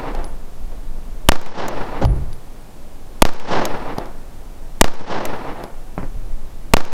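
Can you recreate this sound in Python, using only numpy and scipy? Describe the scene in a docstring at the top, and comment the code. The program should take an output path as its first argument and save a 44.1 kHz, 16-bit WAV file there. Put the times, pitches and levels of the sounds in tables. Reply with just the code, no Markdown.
"""Slow pistol shots on an open desert range: steep pressure fronts in a spit of gas noise, a few metres away.
They overload a microphone on a camera stand and duck its gain; a near bank slaps back, far slopes roll.
Action clicks, dull knocks and landing brass are short noise bursts; the brass also rings in paired modes.
A bump jolts the stand, a far report is a dulled pulse with a noise tail, and an echo of an earlier shot dies.
Low noise that rises in gusts is wind on the microphone, over rustling brush and steady hiss."""
import sys
import numpy as np
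from scipy import signal
from scipy.fft import rfft, irfft
from scipy.io import wavfile
from scipy.ndimage import uniform_filter1d

SR = 44100
rng = np.random.default_rng(int(sys.argv[2]) if len(sys.argv) > 2 else 0)


def wav_out(sig):
    """Save sig, one row per channel (or a flat mono array), as 16-bit PCM at SR to the path in sys.argv[1]."""
    wavfile.write(sys.argv[1], SR, np.round(np.clip(np.atleast_2d(sig).T, -1, 1) * 32767).astype(np.int16))


N = 305600
TIME = np.arange(N) / SR   # t/s

# Every *_SPECTRUM gives the relative density of a noise: (f/Hz, level/dB per Hz)

# Pistol shots: (t/s, blast level/dB, gas turbulence level/dB, rolling echo level/dB,
#   muzzle blast lag/ms, muzzle blast length/ms, ground bounce lag/ms, ground bounce length/ms)
SHOTS = [(1.288, 0, 1, 0, 0.99, 0.64, 4.42, .31), (3.2209, -2.5, 1, 0.46, .92, 0.55, 4.22, 0.62),
         (4.8116, -1.5, 5, -0.25, 1.044, 0.29, 4.2, 0.65), (6.7368, -2, -3, 0.5, 1.028, 0.26, 4.25, 0.61)]
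# Turbulent muzzle gas: (f/Hz, level/dB per Hz)
GAS_SPECTRUM = [(300, -12), (1600, -26.0), (2300, -2.5), (3200, -6.5), (4400, -12.5), (9000, -8.5), (16000, -39)]
# Fronts thrown back by the near bank: (delay/ms, level/dB, length/ms)
BANK_FRONTS = [(31.47, 25, 0.09), (32.5, 18, 0.77), (34.24, 9.5, 0.22)]
# Stretches of land that scatter the shot back, from the shooter's feet to the farthest hillside:
#   (delay/s, level/dB, swell/dB per s, fade/dB per s)
LAND = [(.008, -5, 3005, 5002), (0.04, -2, 1700, 450), (0.0705, -0.5, 3000, 6000), (0.097, -14.5, 244, 56),
        (0.312, -8.5, 134, 165), (0.363, -16.5, 248, 108), (.53, -27.5, 91, 46.5), (.685, -23.5, 216, 297),
        (.78, -29, 119, 108)]
# Scatter before the air dulls it: (f/Hz, level/dB per Hz)
SCATTER_SPECTRUM = [(50, -15.5), (130, -2.5), (330, -0.5), (480, -0.5), (850, 0), (1300, -7), (2200, -12),
                    (3200, -15.5), (5500, -15.5), (8000, -24), (15000, -31.5)]
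# Shot before the start, of which only the echo is left: t/s, level/dB
EARLIER_SHOT_S, EARLIER_ECHO_DB = -.6, 0.5
# Clicks of the pistol's action and trigger: (t/s, bright tick level/dB, frame level/dB)
CLICKS = [(1.413, -17, -18), (1.461, -18.5, -13), (1.682, -14.5, -22), (3.274, -19.5, -22),
          (3.334, -16, -14), (3.398, -19, -12), (3.653, -16, -15.5), (4.938, -20, -23), (5.009, -28, -28),
          (5.2532, -16, -16.5), (6.85, -16, -12), (6.922, -19, -12)]
# Bright tick of the steel parts: (f/Hz, level/dB per Hz)
TICK_SPECTRUM = [(500, -30), (4000, -17), (6400, 3.5), (9500, -9), (12000, -2.5), (16000, -11)]
# Answer of the frame: (f/Hz, level/dB per Hz)
FRAME_SPECTRUM = [(500, -23), (2300, 6), (4500, -6), (12000, -35)]
# Spent cases landing: (t/s, tick level/dB, thud level/dB, ring f/Hz, ring level/dB, ring decay/s)
CASES = [(0.1491, -30.5, -15.5, 10000, -65, .01), (0.243, -32.5, -38, 10020, -40, 0.028),
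         (2.0499, -16.5, 2, 10760, -38, 0.055), (2.3294, -33, -42, 10830, -47, .025),
         (3.983, -24.5, -11.5, 11250, -60, .03), (4.057, -36.5, -45, 11250, -62, .03),
         (5.6376, -26.5, -18, 11050, -48, .03)]
# Tick of a landing case: (f/Hz, level/dB per Hz)
CASE_SPECTRUM = [(300, -3), (1200, -4), (2500, 1.5), (5000, 5), (8000, -10), (12000, -2), (16000, -46)]
# Dull knocks and scuffs: (t/s, level/dB, decay/s)
KNOCKS = [(.716, -37.5, 0.038), (.984, -37, .006), (1.464, -3.5, 0.0036), (2.014, -18.5, 0.023),
          (2.020, -17, 0.039), (5.009, -7, 0.0068)]
# Knocks, and the thud of a case: (f/Hz, level/dB per Hz)
KNOCK_SPECTRUM = [(40, -5), (170, 6.5), (600, 6), (1200, -7), (2500, -22), (3300, -22.5), (7000, -30.5),
                  (15000, -84)]
# Bumps of the camera stand: (t/s, shudder level/dB, shudder decay/s, first jolt level/dB)
BUMPS = [(2.042, -2.5, 0.081, 6), (6.16, -31, 0.066, -36)]
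# Shuddering legs of the stand: (f/Hz, level/dB per Hz)
STAND_SPECTRUM = [(20, 0.5), (48, 9), (65, -0.5), (85, -4), (125, -2), (200, -18.5), (380, -20), (700, -45),
                  (2000, -85)]
# Far-off report and its echoes: (t/s, level/dB)
FAR_ARRIVALS = [(5.9789, -9), (5.994, -35), (6.03, -17)]
# Scatter trailing the far report: (f/Hz, level/dB per Hz)
FAR_SPECTRUM = [(40, 6), (180, 8), (700, -4), (1400, -11.5), (2600, -23.5), (3100, -32), (15000, -48)]
# Gusts on the microphone: (peak t/s, level/dB, half length/s)
GUSTS = [(0.19, -19, 0.15), (1.102, -20.5, 0.55), (2.123, -16.5, 0.15), (4.398, -28.5, 0.45),
         (6.27, -18.5, 0.2)]
# Wind eddies on the microphone: (f/Hz, level/dB per Hz)
RUMBLE_SPECTRUM = [(12, 11), (25, -2), (45, -10), (70, -21.5), (120, -30), (250, -34.5), (1000, -74)]
# Rustling brush: (f/Hz, level/dB per Hz)
BRUSH_SPECTRUM = [(60, 1.5), (150, 2.5), (330, -2), (750, -5.5), (1200, -13), (2000, -22.5), (4000, -36),
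                  (15000, -57)]
# Steady hiss: (f/Hz, level/dB per Hz)
HISS_SPECTRUM = [(200, 6.5), (2000, 1.5), (5000, -1.5), (10000, -2.5), (15500, -4.5), (16500, -22)]

CALM_DB = -29   # light steady wind under the gusts


def from_db(db):
    """Amplitude ratio: a level of 20 dB is a factor of ten."""
    return 10 ** (np.asarray(db) / 20)


def noise(spectrum):
    """Random noise of rms 1, filtered to a spectral density interpolated over log frequency."""
    hz, db = np.transpose(spectrum)
    bins = np.maximum(np.fft.rfftfreq(N, 1 / SR), 1)
    gain = from_db(np.interp(np.log(bins), np.log(hz), db))
    gain = gain * (bins > 10)   # nothing at or below 10 Hz
    x = irfft(rfft(rng.standard_normal(N)) * gain, N)
    return x / x.std()


def strike(s, decay, rise):
    """Impulsive excitation: the envelope swells quickly at time s, then damping makes it die exponentially."""
    out = np.zeros(N)
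    sounding = slice(*np.searchsorted(TIME, [s, s + 20 * decay]))
    age = TIME[sounding] - s
    out[sounding] = (1 - np.exp(-age / rise)) * np.exp(-age / decay)
    return out


def bursts(events, spectrum, rise):
    """Contact noise: each (t/s, level/dB, decay/s) is a short damped burst of one coloured noise."""
    envelope = sum(from_db(db) * strike(s, decay, rise) for s, db, decay in events)
    return noise(spectrum) * envelope


def blast(front_db, crack_ms, tail_ms, tail_length_ms, gas_db, gas_decay, suction_db, suction_decay, sway_db):
    """Shock waves: bullet crack, muzzle blast and ground bounce in turbulent gas, with underpressure between."""
    out = np.zeros(N)
    gas = noise(GAS_SPECTRUM)
    for s, db, turbulence_db, _, blast_lag, blast_ms, ground_lag, ground_ms in SHOTS:
        # bullet nose, bullet tail, muzzle blast, ground bounce
        fronts = [(0, crack_ms), (tail_ms, tail_length_ms), (blast_lag, blast_ms), (ground_lag, ground_ms)]
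        shot = sum(shock(s, lag_ms, front_db, length_ms) for lag_ms, length_ms in fronts)
        shot += from_db(gas_db + turbulence_db) * gas * strike(s - .0002, gas_decay, rise=0.00044)
        shot -= from_db(suction_db) * strike(s, suction_decay, rise=0.00012)
        out += from_db(db) * shot
        out += bank_slap(s)
        out += from_db(sway_db) * sway(s, first_swing=0.02614, slowing=0.7, decay=0.14)
    return out


def shock(s, delay_ms, db, length_ms):
    """Shock front: pressure jumps at once, then falls back along a parabola over its length."""
    start, length = s + delay_ms / 1000, length_ms / 1000
    out = np.zeros(N)
    passing = slice(*np.searchsorted(TIME, [start, start + length]))
    out[passing] = from_db(db) * (1 - ((TIME[passing] - start) / length) ** 2)
    return out


def bank_slap(s):
    """Reflection: the near bank returns delayed fronts, rounded by its loose earth."""
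    return uniform_filter1d(sum(shock(s, *front) for front in BANK_FRONTS), size=3)


def sway(s, first_swing, slowing, decay):
    """Damped oscillation: the overloaded microphone swings back to rest, each swing slower than the last."""
    age = np.maximum(TIME - s, 0)
    return -strike(s, decay, rise=0.000067) * np.cos(np.pi / 2 * (age / first_swing) ** slowing)


def rolling_echo(air_loss_db, loss_slope, uneven_db):
    """Scattering and absorption: longer paths lose more treble to the air (air_loss_db per s at 5 kHz)."""
    hz, age, scatter = signal.stft(noise(SCATTER_SPECTRUM), SR, nperseg=128)
    loss_db = air_loss_db * (hz[:, None] / 5000) ** loss_slope * age
    drift = uniform_filter1d(rng.standard_normal(len(age)), size=8)   # random slow unevenness of the level
    drift_db = uneven_db * drift / drift.std()
    gain = np.sqrt(returns(age)) * from_db(drift_db - loss_db)
    response = signal.istft(scatter * gain, SR, nperseg=128)[1][:N]
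    fired = [(EARLIER_SHOT_S, EARLIER_ECHO_DB)] + [(s, echo_db) for s, _, _, echo_db, *paths in SHOTS]
    samples = np.arange(N)
    out = np.zeros(N)
    for s, echo_db in fired:   # the land answers every shot alike
        delayed = np.interp(samples - round(s * SR), samples, response, left=0, right=0)
        out += from_db(echo_db) * delayed
    return out


def returns(age):
    """Incoherent addition: powers from the stretches of land add, each swelling to its delay, then fading."""
    power = 0
    for delay, db, swell, fade in LAND:
        below_peak_db = np.maximum(swell * (delay - age), fade * (age - delay))
        power = power + from_db(db - below_peak_db) ** 2
    return power


def action(decay, rise):
    """Impact: steel parts snap with a bright tick, and the frame answers lower down."""
    ticks = bursts([(s, db, decay) for s, db, _ in CLICKS], TICK_SPECTRUM, rise)
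    frame = bursts([(s, db, decay) for s, _, db in CLICKS], FRAME_SPECTRUM, rise)
    return ticks + frame


def brass(tick_decay, thud_decay, split_hz):
    """Modal beating: a case ticks and thuds as it lands, and its mouth rings in two close modes."""
    out = bursts([(s, db, tick_decay) for s, db, *rest in CASES], CASE_SPECTRUM, rise=0.00015)
    out += bursts([(s, db, thud_decay) for s, _, db, *ring in CASES], KNOCK_SPECTRUM, rise=0.00057)
    for s, _, _, hz, ring_db, decay in CASES:
        upper = np.sin(2 * np.pi * hz * (TIME - s))
        lower = .5 * np.sin(2 * np.pi * (hz - split_hz) * (TIME - s))
        out += from_db(ring_db) * strike(s, decay, rise=0.001) * (upper + lower)
    return out


def knocks(rise):
    """Damped impact: dull knocks and scuffs are brief bursts of mostly low noise."""
    return bursts(KNOCKS, KNOCK_SPECTRUM, rise)


def stand(jolt_hz, jolt_decay, opposite_db):
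    """Structural vibration: a heavy swing and a shudder, with a very faint second shudder opposite by channel."""
    jolts = np.zeros(N)
    for s, _, _, db in BUMPS:
        swing = np.sin(2 * np.pi * jolt_hz * (TIME - s))
        jolts += from_db(db) * strike(s, jolt_decay, rise=0.0014) * swing
    shakes = [row[:3] for row in BUMPS]
    shudder = bursts(shakes, STAND_SPECTRUM, rise=0.0021)
    second = bursts(shakes, STAND_SPECTRUM, rise=0.0021)
    return jolts + shudder + from_db(opposite_db) * np.array([second, -second])


def far_report(pop_ms, dull_hz, tail_db, tail_decay):
    """Low-pass propagation: each arrival is a pressure pulse dulled by distance that trails weaker scatter."""
    pops = -sum(shock(s, 0, db, pop_ms) for s, db in FAR_ARRIVALS)
    dulled = signal.sosfilt(signal.butter(12, dull_hz, fs=SR, output="sos"), pops)
    tails = bursts([(s, db + tail_db, tail_decay) for s, db in FAR_ARRIVALS], FAR_SPECTRUM, rise=0.00044)
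    return dulled + tails


def wind_level():
    """Addition of powers: bell-shaped gusts rise over the calm, given as a level in dB."""
    gusts = sum(from_db(db) ** 2 * np.exp(-((TIME - s) / length) ** 2) for s, db, length in GUSTS)
    return 10 * np.log10(from_db(CALM_DB) ** 2 + gusts)


def wind_rumble(wind_db, own_db):
    """Turbulent pressure: low eddies common to both channels, plus a faint independent trace in each."""
    own = np.array([noise(RUMBLE_SPECTRUM), noise(RUMBLE_SPECTRUM)])
    eddies = noise(RUMBLE_SPECTRUM) + from_db(own_db) * own
    return from_db(wind_db) * eddies


def breeze(wind_db, calm_rustle_db, follows):
    """Flow noise: brush rustle rises by a small share (follows, dB per dB) of each gust's rise."""
    rustle_db = calm_rustle_db + follows * (wind_db - CALM_DB)
    return from_db(rustle_db) * noise(BRUSH_SPECTRUM)


def hiss(shared_db, width_db):
    """Stationary noise: a steady common hiss, and a faint independent white hiss in each channel for width."""
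    return from_db(shared_db) * noise(HISS_SPECTRUM) + from_db(width_db) * rng.standard_normal((2, N))


def scene():
    """Superposition: the pressures of all sources add in two nearly equal channels (decays and rises in s)."""
    shots = blast(front_db=35.5, crack_ms=0.48, tail_ms=.66, tail_length_ms=0.045, gas_db=30.5,
                  gas_decay=0.0014, suction_db=26, suction_decay=0.0025, sway_db=17.0)
    echo = rolling_echo(air_loss_db=23.5, loss_slope=1.43, uneven_db=1.5)
    clicks = action(decay=0.0027, rise=0.00048)
    cases = brass(tick_decay=0.0019, thud_decay=0.0029, split_hz=17)
    thumps = knocks(rise=0.00052) + stand(jolt_hz=49.3, jolt_decay=0.0071, opposite_db=-41)
    far_off = far_report(pop_ms=0.78, dull_hz=2560, tail_db=-11.5, tail_decay=.026)
    wind_db = wind_level()
    wind = wind_rumble(wind_db, own_db=-37.5) + breeze(wind_db, calm_rustle_db=-44, follows=0.049)
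    return shots + echo + clicks + cases + thumps + far_off + wind + hiss(shared_db=-51.5, width_db=-67)


def gain_control(x, threshold_db, depth_db, release_db_per_s):
    """Peak limiting: loud peaks pull the gain down at once, to a set depth; it climbs back steadily in dB."""
    over = 20 * np.log10(np.abs(x).max(axis=0) + 1e-9) - threshold_db
    climb = release_db_per_s * TIME
    held = np.maximum.accumulate(over + climb) - climb
    return x * from_db(-uniform_filter1d(np.clip(held, 0, depth_db), size=8))


def record(dry):
    """Nonlinear and band-limited pickup: gain control, hard overload, softened treble, then a steep cutoff."""
    ducked = gain_control(dry, threshold_db=-4, depth_db=19, release_db_per_s=89)
    clipped = np.clip(ducked, -.98, .98)
    soften = np.array([.095, .84, .065])   # mirrored for the second channel: one lands a hair later
    left = np.convolve(clipped[0], soften, "same")
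    right = np.convolve(clipped[1], soften[::-1], "same")
    low_pass = signal.butter(16, 16300, fs=SR, output="sos")   # cutoff f/Hz
    return signal.sosfiltfilt(low_pass, np.array([left, right]))


dry = scene()
out = record(dry)
wav_out(out)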